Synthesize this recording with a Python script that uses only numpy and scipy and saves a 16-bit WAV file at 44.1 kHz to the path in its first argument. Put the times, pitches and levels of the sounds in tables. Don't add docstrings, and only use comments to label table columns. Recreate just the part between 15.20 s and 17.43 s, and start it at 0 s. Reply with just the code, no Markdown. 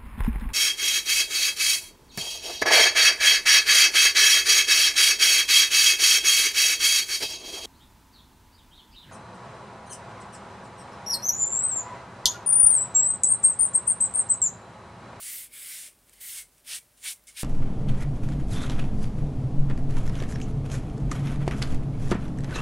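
import sys
import numpy as np
from scipy import signal
from scipy.fft import rfft, irfft, next_fast_len
from scipy.io import wavfile
from scipy.ndimage import uniform_filter1d, map_coordinates

SR = 44100
rng = np.random.default_rng(int(sys.argv[2]) if len(sys.argv) > 2 else 0)


def put_to_file(sound):
    columns = np.atleast_2d(sound).T
    safe = np.clip(columns, -1, 1)
    whole_steps = np.round(safe * 32767)
    wavfile.write(sys.argv[1], SR, whole_steps.astype(np.int16))


def nominal_scale(level):
    x = np.asarray(level, float) / 20
    return 10 ** x


N = 98475


def level(x, db):
    return x * nominal_scale(db) / np.sqrt(np.mean(x ** 2))


def colour(x, points):
    size = next_fast_len(N + 4096)
    hz, db = np.array(points, float).T
    f = np.maximum(np.arange(size // 2 + 1) * SR / size, 1)
    gain_db = np.interp(np.log(f), np.log(hz), db, left=-70, right=-70)
    return irfft(rfft(x, size) * nominal_scale(gain_db), size)[:N]


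def band(x, hz, width_hz):
    b, a = signal.iirpeak(min(hz, .45 * SR), hz / width_hz, fs=SR)
    return signal.lfilter(b, a, x)


def gliding(x, hz, width_hz, order=1):
    turn = np.exp(2j * np.pi * np.cumsum(hz) / SR)
    b, a = signal.butter(order, width_hz / 2, fs=SR)
    return 2 * np.real(turn * signal.lfilter(b, a, x / turn))


def walk(rate):
    hold = int(SR / rate)
    steps = np.repeat(rng.standard_normal(N // hold + 1), hold)
    return 1.74 * uniform_filter1d(uniform_filter1d(steps, hold), hold)[:N]


def shop_air():
    # (frequency [Hz], level [dB per Hz])
    air_spectrum = [(24, -9), (45, -3.5), (260, -7.5), (600, -10.5), (2400, -16), (5500, -18.5),
                    (12000, -17), (16500, -18.5)]
    t = np.arange(N) / SR
    air = level(colour(rng.standard_normal(N), air_spectrum), -64.5)
    swell_db, fade_db_per_s = 0.4, 2
    bass_gain = nominal_scale(swell_db * walk(2.7) + fade_db_per_s * (1 - t))
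    return air + (bass_gain - 1) * band(air, 320, 450)


def fan():
    # (frequency [Hz], width [Hz], level [dB])
    fan_tones = [
        (130, 18, -88),
        (265, 22, -84.5),
        (600, 28, -81),
    ]
    return sum(level(band(rng.standard_normal(N), hz, width_hz), db) for hz, width_hz, db in fan_tones)


def mains_hum():
    hz = 50 * (1 + .02 * walk(6.5))
    hum = np.sin(2 * np.pi * np.cumsum(hz) / SR) * nominal_scale(1.5 * walk(10))
    return level(hum, -74.5)


def phone_hiss():
    return level(band(rng.standard_normal(N), 9400, 3000), -70.5)


def thread_ticks():
    # (time [s], peak level [dB], pitch [Hz])
    snaps = [(.7154, -49, 8500), (.7283, -48, 8500), (.7893, -53, 9000), (0.8954, -42, 7900),
             (.9356, -50, 8500), (1.381, -49, 8400), (1.402, -51, 9220), (1.449, -47, 8900),
             (1.6289, -51, 9000), (1.961, -44, 10500), (1.9953, -53, 9000), (2.0388, -47, 11800),
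             (2.1276, -52, 9000)]
    t60_s = 0.0068
    out, t = np.zeros(N + 1300), np.arange(1300) / SR
    for s, db, hz in snaps:
        burst = rng.standard_normal(len(t)) * nominal_scale(-60 * t / t60_s) + 3.0 * (t == 0)
        pitched = band(band(burst, hz, hz / 7), hz, hz / 7)
        burst = pitched + 0.31 * band(burst, 8000, 9000) + .3 * band(burst, 2200, 900)
        start = int(s * SR)
        out[start:start + len(t)] += burst / abs(burst).max() * nominal_scale(db)
    return out[:N]


def grain_snags():
    # (time [s], peak level [dB])
    snags = [(.0297, -27), (.4488, -34), (.6767, -35), (1.0134, -35), (1.1642, -25), (1.5703, -36),
             (1.8411, -26), (1.8612, -29), (1.9059, -33), (1.9116, -25), (1.9339, -32), (2.172, -37),
             (2.1964, -26), (2.2252, -24.5)]
    out, t = np.zeros(N + 1300), np.arange(1300) / SR
    impulse = 1. * (t == 0)
    click = band(impulse, 8800, 3500) + 0.47 * band(impulse, 2700, 2500)
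    for s, db in snags:
        start = int(s * SR)
        out[start:start + len(t)] += click / abs(click).max() * nominal_scale(db)
    return out[:N]


def fibre_slips():
    slips_per_s, spread_db, top_db, grip_db = 14000, 1.5, 14, 0.26
    hit = rng.random(N) < slips_per_s / SR
    size_db = np.minimum(spread_db * rng.exponential(size=N), top_db)
    grip = grip_db * walk(150).clip(-3, 1.8)
    return hit * nominal_scale(size_db + grip) * np.sign(rng.standard_normal(N))


def board_ring(force):
    # (time [s], frequency [Hz])
    ring_pitch = [(0, 2220), (.168, 2050), (.27, 2200), (.33, 2270), (.526, 2110), (.6, 2150), (.7, 2300),
                  (.95, 2160), (1.056, 2080), (1.142, 2200), (1.24, 2140), (1.46, 2370), (1.5, 2290),
                  (1.86, 2280), (1.95, 2130), (2.07, 2180), (2.233, 2210)]
    t = np.arange(N) / SR
    hz = np.interp(t, *np.array(ring_pitch).T)
    wide = level(gliding(force, hz, 400, order=2), 0)
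    slim = level(gliding(force, hz, 190, order=2), 0)
    at_end = np.clip((t - 1.11) / .04, 0, 1)
    flicker_db = 2.5 * walk(39.97)
    ring = ((1 - at_end) * wide + at_end * slim) * nominal_scale(flicker_db)
    skirt = band(band(force, 1716, 1360), 1716, 1360)
    ring_db, skirt_db = -7.5, -9
    return level(ring, ring_db) + level(skirt, ring_db + skirt_db)


def stroke_gains():
    # (time [s], level [dB], board pressure [dB], board ring [dB], fine hiss [dB])
    long_wipes = [
        [(0, -41.5, -12.5, -15, -2), (.014, -39.5, -11.5, -26, -2), (.068, -35, -12.5, -12, -10.5),
         (.15, -39.5, -7.5, -11, -1), (.19, -38.5, -9, -21, -4.5), (.245, -42, -12, -11.5, -9),
         (.27, -51.5, -6.5, -17, -10), (.29, -63, -10, -6, -8)],
        [(.29, -64, -7, -12, -8), (.312, -60.5, -5, -3, -6), (.336, -47.5, -6.5, 1.5, -4.5),
         (.43, -41.5, -8.5, -9, -8.5), (.51, -40.5, -6.5, -3, -4), (.59, -39.5, -7.5, -18, -10),
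         (.676, -43, -8.5, -17, -14), (.71, -57.5, -9, -13, -12), (.77, -79, -6, -10, -8)],
    ]
    short_wipe = [
        [(1.0, -55, -6, -8, -5), (1.012, -42.5, -9, -15, -4), (1.05, -41, -10.5, -7, -3),
         (1.1, -39, -9, -14.5, -4), (1.15, -38, -10, -8.5, -9.5), (1.19, -35.5, -8.5, -17, -11.5),
         (1.22, -43, -10.5, -9, -9), (1.25, -57.5, -11, -3, -16), (1.3, -72, -11, -7, -8)],
    ]
    flicks = [
        [(1.44, -69, -2.5, -10, -4), (1.478, -43, -3.5, -14, -8), (1.522, -37, 0, -18, -12),
         (1.556, -33.5, -5, -19, -14), (1.588, -43, -7, -20, -9), (1.6, -56, -11, -9, -12),
         (1.66, -71, -9, -5, -5)],
        [(1.805, -67, -5, -15, -13), (1.834, -45.5, -3, -14, -10), (1.852, -36.5, -2.5, -7, -12),
         (1.88, -33, -1, -8, -14), (1.912, -35, -8, -13, -11.5), (1.932, -40, -5, -31, -12),
         (1.943, -51.5, -20, -6, -9), (2.0, -72, -7, 1, -10)],
        [(2.14, -60, -4, -8, -16), (2.165, -49.5, -1, -14, -14), (2.172, -41, -1.5, -15, -15),
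         (2.21, -33, -6.5, -14, -14), (2.233, -40, -9.5, -20, -10)],
    ]
    grazes = [
        [(.86, -69, -12, -7, -8), (.89, -64, -2, -1, -10), (.92, -68, -5, -10, -16), (.933, -54.5, -5, -16, -4),
         (.95, -61, -5, -9, -6), (1.0, -57.5, -4.5, -5, -10)],
        [(1.32, -72, -12, -12, -4), (1.374, -68, -8, -12, -10), (1.38, -62, -5.5, -10, -10),
         (1.404, -69, -5, -9, -10), (1.415, -76, -4, -12, -10)],
        [(1.766, -85, -4, -13, -8), (1.774, -61, -4.5, -17, -13), (1.82, -59.5, -6, -15, -12)],
        [(2.066, -82, -12, -10, -14), (2.071, -49, -9.5, -20, -12), (2.088, -46.5, -9, -8, -14),
         (2.1, -51.5, -7, -8, -13), (2.14, -61.5, -5, -15, -13)],
    ]
    t = np.arange(N) / SR
    power = np.zeros((4, N))
    for rows in long_wipes + short_wipe + flicks + grazes:
        s, db, *shares_db = np.array(rows, float).T
        stroke_db = np.interp(t, s, db, left=-120, right=-120)
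        parts_db = np.array([0 * t] + [np.interp(t, s, share) for share in shares_db])
        power += nominal_scale(stroke_db + parts_db) ** 2
    return np.sqrt(uniform_filter1d(power, size=90, axis=1).clip(0))


def grain_patches(x):
    spec, f = rfft(x), np.arange(N // 2 + 1) * SR / N
    out = np.zeros(N)
    for centre_hz in 100 * 2 ** np.arange(0, 7.5, .2):
        octaves_off = abs(np.log2(f + 1) - np.log2(centre_hz))
        window = np.clip(1 - octaves_off / .2, 0, 1)
        out += irfft(spec * window, N) * nominal_scale(.5 * walk(18))
    return out


def cloth_folds(x):
    # (time [s], length [s], frequency [Hz], width [Hz], level [dB])
    fold_moves = [(-.06, 0.15, 12900, 2200, -7), (.21, 0.074, 12900, 2000, 4.5),
                  (0.236, 0.054, 3180, 1500, 1), (.32, 0.1, 3450, 500, 4), (.32, .12, 8000, 1200, 4.5),
                  (0.537, 0.097, 3000, 900, -2), (1.0, 0.091, 12200, 1600, -0.5),
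                  (1.832, 0.064, 5400, 1600, -6.5), (1.846, .07, 4260, 500, 3),
                  (1.858, 0.094, 1680, 500, -4.5), (2.07, 0.06, 12000, 2400, -9),
                  (2.065, .05, 14600, 700, 3), (2.068, 0.063, 5500, 2000, 4.5), (2.15, .06, 11900, 1400, 3),
                  (.33, .14, 12400, 1400, 3), (1.793, 0.064, 7300, 800, 5.5),
                  (2.075, 0.041, 2200, 300, 4.5), (1.843, .08, 800, 800, -3), (.1, .1, 3000, 1000, -2),
                  (1.5, .08, 2100, 600, -2)]
    t, out = np.arange(N) / SR, x.copy()
    for s, length, hz, width_hz, db in fold_moves:
        swell = np.abs(np.sin(np.pi * np.clip((t - s) / length, 0, 1))) ** .5
        out += (nominal_scale(db) - 1) * swell * band(x, hz, width_hz)
    return out


def cupped_fingers(rub):
    # (time [s], cupping [0-1], hollow resonance [Hz])
    cupping = [(0, 0.8, 10600), (.12, 0.26, 10700), (.22, 0.7, 10740), (.33, 1, 10400), (.42, 0.93, 10440),
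               (.53, 0, 10500), (.62, 0.2, 10700), (1.0, .7, 10500), (1.1, 0.2, 10700), (1.16, 0.37, 10700),
               (1.5, 0.28, 10600), (1.86, 0.2, 10600), (2.233, 0.28, 10500)]
    t = np.arange(N) / SR
    s, share, hz = np.array(cupping).T
    cup, hollow_hz = np.interp(t, s, share).clip(0, 1), np.interp(t, s, hz)
    hollow = nominal_scale(4) * gliding(rub, hollow_hz, 500, order=2)
    shade = 0.48 * band(rub, 6200, 2700)
    notch = 0.37 * gliding(rub, 0.92 * hollow_hz, 410)
    return rub + cup * (hollow - shade - notch)


def hand_echo(rub):
    delay_s, move_s, echo_db = 0.000592, .00002, -19.5
    late = np.arange(N) - (delay_s + move_s * walk(5.8)) * SR
    echo = map_coordinates(rub, [late], mode="nearest")
    return (rub + nominal_scale(echo_db) * echo) / np.sqrt(1 + nominal_scale(echo_db) ** 2)


def cloth():
    # (frequency [Hz], level [dB per Hz])
    board_spectrum = [(110, -27), (450, -21), (1300, -14), (1900, -3), (2900, 1.5), (4300, -1), (5800, -2),
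                      (8000, -12)]
    weave_spectrum = [(4000, -19.5), (6300, -10), (7600, -6), (8900, -2), (9700, -2.5), (10500, -7),
                      (11500, -9), (13000, -46)]
    fine_spectrum = [(9500, -25), (11400, -5), (12500, -0.5), (14500, 0.5), (15800, -6)]
    force = fibre_slips()
    board = level(colour(force, board_spectrum), 0)
    ring = board_ring(force)
    weave = level(colour(fibre_slips(), weave_spectrum), -1.67)
    fine = level(colour(fibre_slips(), fine_spectrum), 0)
    rub = np.sum(stroke_gains() * [weave, board, ring, fine], axis=0)
    rub = cloth_folds(grain_patches(rub))
    return hand_echo(cupped_fingers(rub))


def room_tail(near):
    t60_s, tail_db = 0.15, -17.5
    t = np.arange(SR // 3) / SR
    tail = band(rng.standard_normal(len(t)), 7100, 10000) * nominal_scale(-60 * t / t60_s) * (t > .003)
    return nominal_scale(tail_db) * signal.fftconvolve(near, tail / np.sqrt(np.sum(tail ** 2)))[:N]


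def scene():
    shop = shop_air() + fan() + mains_hum() + phone_hiss()
    near = cloth() + thread_ticks() + grain_snags()
    mid = near + room_tail(near) + shop
    return np.array([mid, mid])


def roll_off(x):
    return signal.sosfilt(signal.butter(12, 16220, fs=SR, output="sos"), x)


def record(dry):
    # (time [s], length [s], frequency [Hz], width [Hz], level under the sound [dB])
    side_patches = [(0.603, 0.045, 9950, 1490, -3), (0.61, .04, 11600, 1400, -2),
                    (1.083, 0.042, 5370, 1780, -5.5), (1.303, .04, 5000, 1500, -3),
                    (1.303, .04, 7300, 2000, -3), (1.653, .04, 9700, 1500, -3),
                    (1.73, 0.048, 6300, 1200, -3), (1.73, 0.047, 8300, 1400, -6),
                    (1.73, 0.049, 11800, 1400, -4), (1.73, 0.05, 13800, 1500, -7)]
    t = np.arange(N) / SR
    top_cut = signal.ellip(10, .2, 70, 15800, fs=SR, output="sos")
    x = signal.sosfilt(top_cut, dry * np.clip(t / 0.0023, 0, 1))
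    delayed = np.roll(x[0], 300)
    side = np.zeros(N)
    for s, length, hz, width_hz, db in side_patches:
        edges_hz = [hz - width_hz / 2, hz + width_hz / 2]
        sos = signal.butter(6, edges_hz, "bandpass", fs=SR, output="sos")
        gate = np.clip(np.minimum(t - s, s + length - t) / 0.011, 0, 1) ** 2
        side += nominal_scale(db) * gate * signal.sosfilt(sos, delayed)
    return roll_off(x + side * np.array([[1], [-1]]))


dry = scene()
out = record(dry)
put_to_file(out)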